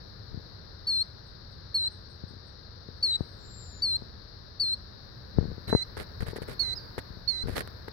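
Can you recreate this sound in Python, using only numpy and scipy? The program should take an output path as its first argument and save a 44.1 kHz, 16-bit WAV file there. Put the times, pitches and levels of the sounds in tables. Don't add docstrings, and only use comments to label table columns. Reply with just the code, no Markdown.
import sys
import numpy as np
from scipy import signal
from scipy.fft import rfft, irfft, next_fast_len
from scipy.io import wavfile
from scipy.ndimage import uniform_filter1d

SR = 44100
rng = np.random.default_rng(int(sys.argv[2]) if len(sys.argv) > 2 else 0)


def wav_out(sig):
    wavfile.write(sys.argv[1], SR, np.round(np.clip(np.atleast_2d(sig).T, -1, 1) * 32767).astype(np.int16))


N = 349552
TIME_S = np.arange(N) / SR
FFT_SIZE = next_fast_len(N)
FREQS_HZ = np.maximum(np.arange(FFT_SIZE // 2 + 1) * SR / FFT_SIZE, 1)


def undb(db):
    return 10 ** (np.asarray(db) / 20)


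def unit(x):
    return x / np.sqrt(np.mean(x ** 2))


def curves(rows, at):
    first, *columns = np.transpose(rows)
    return [np.interp(at, np.sort(first), column) for column in columns]


def pan(lr_db):
    return undb(np.array([[.5], [-.5]]) * lr_db)


def add(out, start_s, sound):
    start = int(start_s * SR)
    out[:, start:start + sound.shape[-1]] += sound[..., :N - start]


def fades(t, length_s, rise_s, fall_s):
    opening = np.sin(np.pi / 2 * np.clip(t / rise_s, 0, 1))
    closing = np.sin(np.pi / 2 * np.clip((length_s - t) / fall_s, 0, 1)) ** 2
    return opening * closing


def shape(x, gain):
    return irfft(rfft(x, FFT_SIZE) * gain, FFT_SIZE)[..., :N]


def colour(x, points):
    hz, db = np.transpose(points)
    skirt = np.minimum(1, hz.max() / FREQS_HZ) ** 8 * np.minimum(1, FREQS_HZ / hz.min()) ** 4
    curve_db = np.interp(np.log(FREQS_HZ), np.log(np.sort(hz)), db)
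    return unit(shape(x, skirt * undb(curve_db)))


def noise(points, channels=1):
    return colour(rng.standard_normal((channels, N)), points)


def smooth(x, size):
    return uniform_filter1d(uniform_filter1d(x, size), size)


def walk(rate_hz):
    hold = max(int(SR / rate_hz), 1)
    steps = np.repeat(rng.standard_normal(N // hold + 1), hold)
    return unit(smooth(steps, hold)[:N])


def resonator(x, hz, width_hz, kind):
    g, k = np.tan(np.pi * min(hz / SR, 4 / 9)), width_hz / hz
    top = {"low": g * g * np.poly([-1, -1]),
           "band": g * k * np.poly([1, -1]),
           "high": np.poly([1, 1])}[kind]
    return signal.lfilter(top, [1 + g * k + g * g, 2 * (g * g - 1), 1 - g * k + g * g], x)


def garden(x, wet_db, t60_s=0.43, gap_s=0.011):
    t = np.arange(SR) / SR
    tail = rng.standard_normal((2, SR)) * undb(-60 * t / t60_s) * (t > gap_s)
    return x + undb(wet_db) * signal.fftconvolve(x, unit(tail) / np.sqrt(SR), axes=1)[:, :N]


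# (time [s], level [dB])
BACKGROUND_LEVEL = [(0.0, -61.5), (2.7, -63), (3.28, -61), (4.58, -62.5), (6.69, -57), (7.32, -60.5),
                    (7.61, -57), (7.9, -59.5)]
# (frequency [Hz], relative level [dB])
OUTDOORS = [(15, -42.5), (25, -8), (87, 0.5), (124, -4), (146, -10.5), (189, -12), (266, -19), (438, -17),
            (485, -18), (558, -20), (784, -25.5), (884, -24), (1680, -22), (2310, -36), (3000, -42.5),
            (3900, -53.5), (6600, -120)]
# (frequency [Hz], L-R [dB])
OUTDOORS_LR = [(60, 0.5), (110, 2.5), (200, -2), (380, 14), (700, -4), (1290, 4), (2380, 5), (4400, 4.5),
               (8120, 0.5), (15000, 3)]
# (frequency [Hz], relative level [dB])
HISS = [(1650, -64), (2800, -24.5), (3340, -18.5), (3780, -3), (4310, 1.5), (4680, -1.5), (5170, -6.5),
        (5610, -10), (6120, -26.5), (7200, -56.5), (9360, -74.5), (15800, -120)]
# (frequency [Hz], relative level [dB])
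TOP_HISS = [(6000, -10.5), (8500, -17.5), (10000, -12.5), (11800, -3), (15500, -2)]
OUTDOORS_DB, HISS_DB, RIGHT_HISS_DB = -49, -50, -24
BASS_DB, MIDDLE_DB, TOP_DB = 0.14, 1.5, -79.5
BASS_FOLLOWS, TOP_FOLLOWS = 0.63, 2.3


def background(shared_hz=330, own_bass_db=-6):
    level_db = curves(BACKGROUND_LEVEL, TIME_S)[0]
    rise_db = level_db - np.median(level_db)
    bass_db = BASS_DB + BASS_FOLLOWS * rise_db + .9 * walk(12)
    middle_db = MIDDLE_DB + rise_db
    top_db = TOP_DB + TOP_FOLLOWS * rise_db
    bass_share = 1 / (1 + (FREQS_HZ / shared_hz) ** 4)
    ports = pan(curves(OUTDOORS_LR, FREQS_HZ)[0])
    ports = ports / np.sqrt(np.mean(ports ** 2, axis=0))
    shared, own = noise(OUTDOORS), noise(OUTDOORS, channels=2)
    rumble = shape(shared + undb(own_bass_db) * own, ports * np.sqrt(bass_share)) * undb(bass_db)
    air = shape(own, ports * np.sqrt(1 - bass_share)) * undb(middle_db)
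    hiss = noise(HISS, channels=2) * undb(HISS_DB + np.array([[0], [RIGHT_HISS_DB]]))
    top_hiss = undb(top_db) * noise(TOP_HISS, channels=2)
    return undb(OUTDOORS_DB) * (rumble + air) + hiss + top_hiss


# (time [s], length [s], body rumble [dB], scratch [dB])
RUBS = [(0.302, 0.13, -42.5, -85), (5.334, 0.26, -31, -85), (5.676, 0.052, -30.5, -38.5),
        (5.965, 0.087, -36.5, -38), (6.204, 0.043, -29.5, -42.5), (6.259, 0.08, -37, -43),
        (6.358, 0.03, -48, -39.5), (6.414, 0.032, -38, -42.5), (6.476, 0.083, -37, -41),
        (6.978, 0.027, -33, -36.5), (7.434, 0.045, -30, -65), (7.468, 0.13, -32.5, -42),
        (7.555, 0.079, -36, -30), (7.674, 0.0058, -40, -40), (7.881, 0.0072, -40, -40.5)]
# (frequency [Hz], relative level [dB])
RUB_BODY = [(30, 6.5), (90, 7.5), (200, 0.5), (300, -14.5), (460, -4), (700, -50), (1500, -25), (2600, -42),
            (6000, -52)]
# (frequency [Hz], relative level [dB])
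RUB_SCRATCH = [(100, 6), (450, 17), (900, 6.5), (1800, 13), (2800, 1), (4300, 6), (6500, -8.5),
               (10500, -1.5), (15500, -14)]


def rubs(grain_db=5, grip_db=1, body_lr_db=12, leak_hz=1800, leak_db=-2):
    body, scratch = np.zeros((1, N)), np.zeros((1, N))
    for start_s, length_s, body_db, scratch_db in RUBS:
        t = np.arange(int(length_s * SR)) / SR
        pressure = fades(t, length_s, 0.1 * length_s, 0.51 * length_s)
        add(body, start_s, undb(body_db) * pressure)
        add(scratch, start_s, undb(scratch_db) * pressure)
    spurts_db = grain_db * walk(1500) + grip_db * walk(180)
    slips = rng.standard_normal((2, 2, N)) * undb(spurts_db)
    left, right = scratch * colour(slips[0], RUB_SCRATCH)
    left = undb(leak_db) * resonator(left, leak_hz, 1.6 * leak_hz, "low")
    body_ports = undb(-body_lr_db / 2) * pan(body_lr_db)
    return np.array([left, right]) + body * body_ports * colour(slips[1], RUB_BODY)


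# (time [s], length [s], left peak [dB], brightness [Hz], hollow ring [dB], rate [taps/s])
FLURRIES = [(0.344, .06, -25, 208, -32, 29.3), (2.308, .1, -34.5, 260, 0, 34),
            (5.410, 0.061, -22, 330, -7, 65), (5.516, .13, -26, 378, 6, 15.5),
            (6.36, .09, -25, 555, 19, 34), (7.104, .12, -30.5, 241, -19, 16.4)]
TAP_SCATTER_DB, TAP_JITTER = 1, 0.0805


def light_taps():
    taps = []
    for start_s, length_s, db, bright_hz, ring_db, rate_hz in FLURRIES:
        chance = rng.standard_normal(size=(12, 2))[:round(length_s * rate_hz)]
        for k, (late, hard) in enumerate(chance):
            tap_s = start_s + (k + TAP_JITTER * late * (k > 0)) / rate_hz
            taps.append((tap_s, db + TAP_SCATTER_DB * hard, bright_hz, ring_db))
    return taps


# (time [s], left peak [dB], brightness [Hz], hollow ring [dB])
KNOCKS = [(2.237, -25.5, 213, -20), (2.887, -28.5, 299, 12), (3.207, -14.5, 310, -18),
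          (4.021, -27.5, 427, -16), (5.385, -4.5, 292, -16), (5.701, -20.5, 370, -17),
          (5.7278, -4.5, 822, -4), (5.7323, -9, 748, 5), (5.750, -2.5, 470, 0), (5.97, -20.5, 870, 13),
          (6.227, -21, 400, -22), (6.332, -24, 520, 20), (6.486, -26, 598, 16), (6.980, -16, 925, 8),
          (7.484, -17.5, 661.6, -10), (7.495, -19, 456, -11), (7.881, -22.5, 1240, 28)]
# (frequency [Hz], width [Hz], level [dB])
CASE_MODES = [(442, 88, -1.5), (900, 86, -6.5), (1730, 440, -4.5)]
KNOCK_LR_DB, RING_SPREAD = 27.5, 0.23


def knocks(sway_hz=88, sway_width_hz=65, wall_hz=2100):
    out, t = np.zeros((2, N)), np.arange(SR // 8) / SR
    for start_s, db, bright_hz, ring_db in KNOCKS + light_taps():
        contact = 2 * np.pi * bright_hz * t
        push = contact ** 2 * np.exp(-contact)
        ring = sum(undb(mode_db) * resonator(push, hz, width_hz, "band")
                   for hz, width_hz, mode_db in CASE_MODES)
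        thump = resonator(push, sway_hz, sway_width_hz, "high") + undb(ring_db) * ring
        lr_db = KNOCK_LR_DB - RING_SPREAD * ring_db
        add(out, start_s, pan(lr_db) * undb(db - lr_db / 2) * thump / np.abs(thump).max())
    return signal.sosfilt(signal.butter(8, wall_hz, fs=SR, output="sos"), out)


# (time [s], length [s], held pitch [Hz], crest above it [Hz], sag over the peep [Hz], attack [dB],
# held level [dB], attack L-R [dB], held L-R [dB], odd partials [dB])
PEEPS = [(0.868, .160, 4168, 346, -4, -26, -21.5, 1.5, 4.5, -14.5),
         (1.742, .142, 4084, 334.5, 18, -22.5, -24.5, 1, 1.5, -21),
         (3.025, 0.14, 4058, 295, 346, -22, -23.5, 4, 3.5, -7),
         (3.819, 0.15, 4165, 364, 189, -24.5, -23.5, 5, 2.5, -13),
         (4.596, 0.15, 4155, 418, 52, -24.5, -24, 6.5, 1.5, -16),
         (5.671, 0.164, 4083, -68, 52, -42, -27.5, -1, -8, 2.5),
         (6.592, 0.15, 4083, 343, 73, -26.5, -30.5, -13.5, -9, 2.5),
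         (7.275, 0.16, 4086, 299, 98, -32, -32, -26.5, -7, 2)]
# (share of length, share of attack, swell [dB], share of the peep's odd-partial dB)
PEEP_SHAPE = [(0, 1, -2.5, 0.5), (.09, 1, 1.5, 0.54), (.2, .7, 1, 1.8), (.35, .1, 0, 1.5),
              (.62, 0.1, 0.6, 1.5), (.85, 0.19, -0.1, 1.9), (.94, 0.072, 2.5, 1.2), (1, 0, -2, 1.2)]
# (share of length, bend from held pitch [Hz], share of crest)
PEEP_CONTOUR = [(0, 94, .12), (.07, -2, 1), (.13, -92.5, 1.11), (.35, -21, .07), (.55, 4.5, 0),
                (.78, -79, 0.027), (.87, -48, 0), (.97, 123.5, 0.048)]
# (multiple, attack [dB], held level [dB])
VOICE = [(1, -41.5, -27.5), (2, 1.5, -2), (3, -31.5, -34), (4, -30.5, -32), (5, -46, -41.5),
         (6, -33.5, -48), (7, -52.5, -51)]
OVERTONE_TILT_DB = -1


def killdeer(overtone_lr_db=-15, rise_s=.006, fall_s=.008):
    out = np.zeros((2, N))
    waver, flutter_db = .001 * walk(400), .35 * walk(90)
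    for (start_s, length_s, held_hz, crest_hz, sag_hz,
         attack_db, held_db, attack_lr_db, held_lr_db, odd_db) in PEEPS:
        t = np.arange(int((length_s + fall_s / 2) * SR)) / SR
        share = t / length_s
        here = int(start_s * SR) + np.arange(len(t))
        attack, swell_db, odd_weight = curves(PEEP_SHAPE, share)
        bend_hz, crest = curves(PEEP_CONTOUR, share)
        glide_hz = held_hz + bend_hz + crest * crest_hz - sag_hz * (share - .55)
        hz = smooth(glide_hz, size=200) * (1 + waver[here])
        phase = 2 * np.pi * np.cumsum(hz / 2) / SR
        level_db = held_db + (attack_db - held_db) * attack + swell_db + flutter_db[here]
        size = undb(level_db) * fades(t, t[-1], rise_s, fall_s)
        for k, (_, hard_db, soft_db) in enumerate(VOICE, 1):
            db = soft_db + (hard_db - soft_db) * attack
            db = db + odd_db * odd_weight * (k % 2) + OVERTONE_TILT_DB * max(k - 2, 0)
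            lr_db = held_lr_db + (attack_lr_db - held_lr_db) * attack if k <= 2 else overtone_lr_db
            add(out, start_s, size * undb(db) * pan(lr_db) * np.sin(k * phase))
    return out


# (time [s], level [dB])
CHIPS = [(1.251, -76), (1.50, -79), (1.903, -65), (2.085, -70.5), (2.27, -73), (2.455, -74)]


def chips(top_hz=9150, end_hz=8250, length_s=0.036, voice_gap_hz=420):
    out, t = np.zeros((2, N)), np.arange(int(length_s * SR)) / SR
    hz = top_hz + (end_hz - top_hz) * t / length_s
    chip = sum(np.sin(2 * np.pi * np.cumsum(hz + side * voice_gap_hz / 2) / SR) for side in (-1, 1)) / 2
    for start_s, db in CHIPS:
        add(out, start_s, pan(lr_db=-15) * undb(db) * chip * fades(t, t[-1], 0.029, 0.0066))
    return out


def whistle(rows, lr_db, jitter=0.0026, shimmer_db=1.0):
    start_s, end_s = rows[0][0], rows[-1][0]
    t = np.arange(int((end_s - start_s) * SR)) / SR
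    hz, db = curves(rows, start_s + t)
    phase = 2 * np.pi * np.cumsum(hz * (1 + jitter * walk(130)[:len(t)])) / SR
    size = undb(db + shimmer_db * walk(60)[:len(t)]) * fades(t, t[-1], 0.0054, 0.013)
    out = np.zeros((2, N))
    add(out, start_s, pan(lr_db) * size * np.sin(phase))
    return out


# (time [s], pitch [Hz], level [dB])
WHISTLE = [(3.372, 7420, -85), (3.43, 7240, -65.5), (3.52, 7380, -55), (3.60, 7380, -51.5),
           (3.70, 7190, -54.5), (3.78, 7140, -53), (3.812, 6880, -53)]
# (time [s], pitch [Hz], level [dB])
HIGH_WHISTLE = [(2.96, 8300, -91), (3.2, 8700, -78.5), (3.42, 8510, -81), (3.51, 8500, -86)]
# (time [s], pitch [Hz], level [dB])
CHIRP = [(6.748, 4500, -59), (6.763, 5230, -44), (6.779, 4960, -38.5), (6.792, 4500, -50),
         (6.805, 4680, -54), (6.9, 4720, -61)]


def far_birds():
    nearer = whistle(WHISTLE, lr_db=7.5) + whistle(HIGH_WHISTLE, lr_db=-13) + whistle(CHIRP, lr_db=-16)
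    return garden(nearer, wet_db=-12, t60_s=0.57) + garden(chips(), wet_db=-4, t60_s=0.28, gap_s=0.0028)


def scene():
    return background() + rubs() + knocks() + garden(killdeer(), wet_db=-23.5) + far_birds()


def record(dry, port_hz=4075, port_width_hz=270, top_hz=15850):
    left = dry[0] - 2 * resonator(dry[0], port_hz, port_width_hz, "band")
    top_cut = signal.ellip(10, .2, 70, top_hz, fs=SR, output="sos")
    return signal.sosfilt(top_cut, np.array([left, dry[1]]))


dry = scene()
out = record(dry)
wav_out(out)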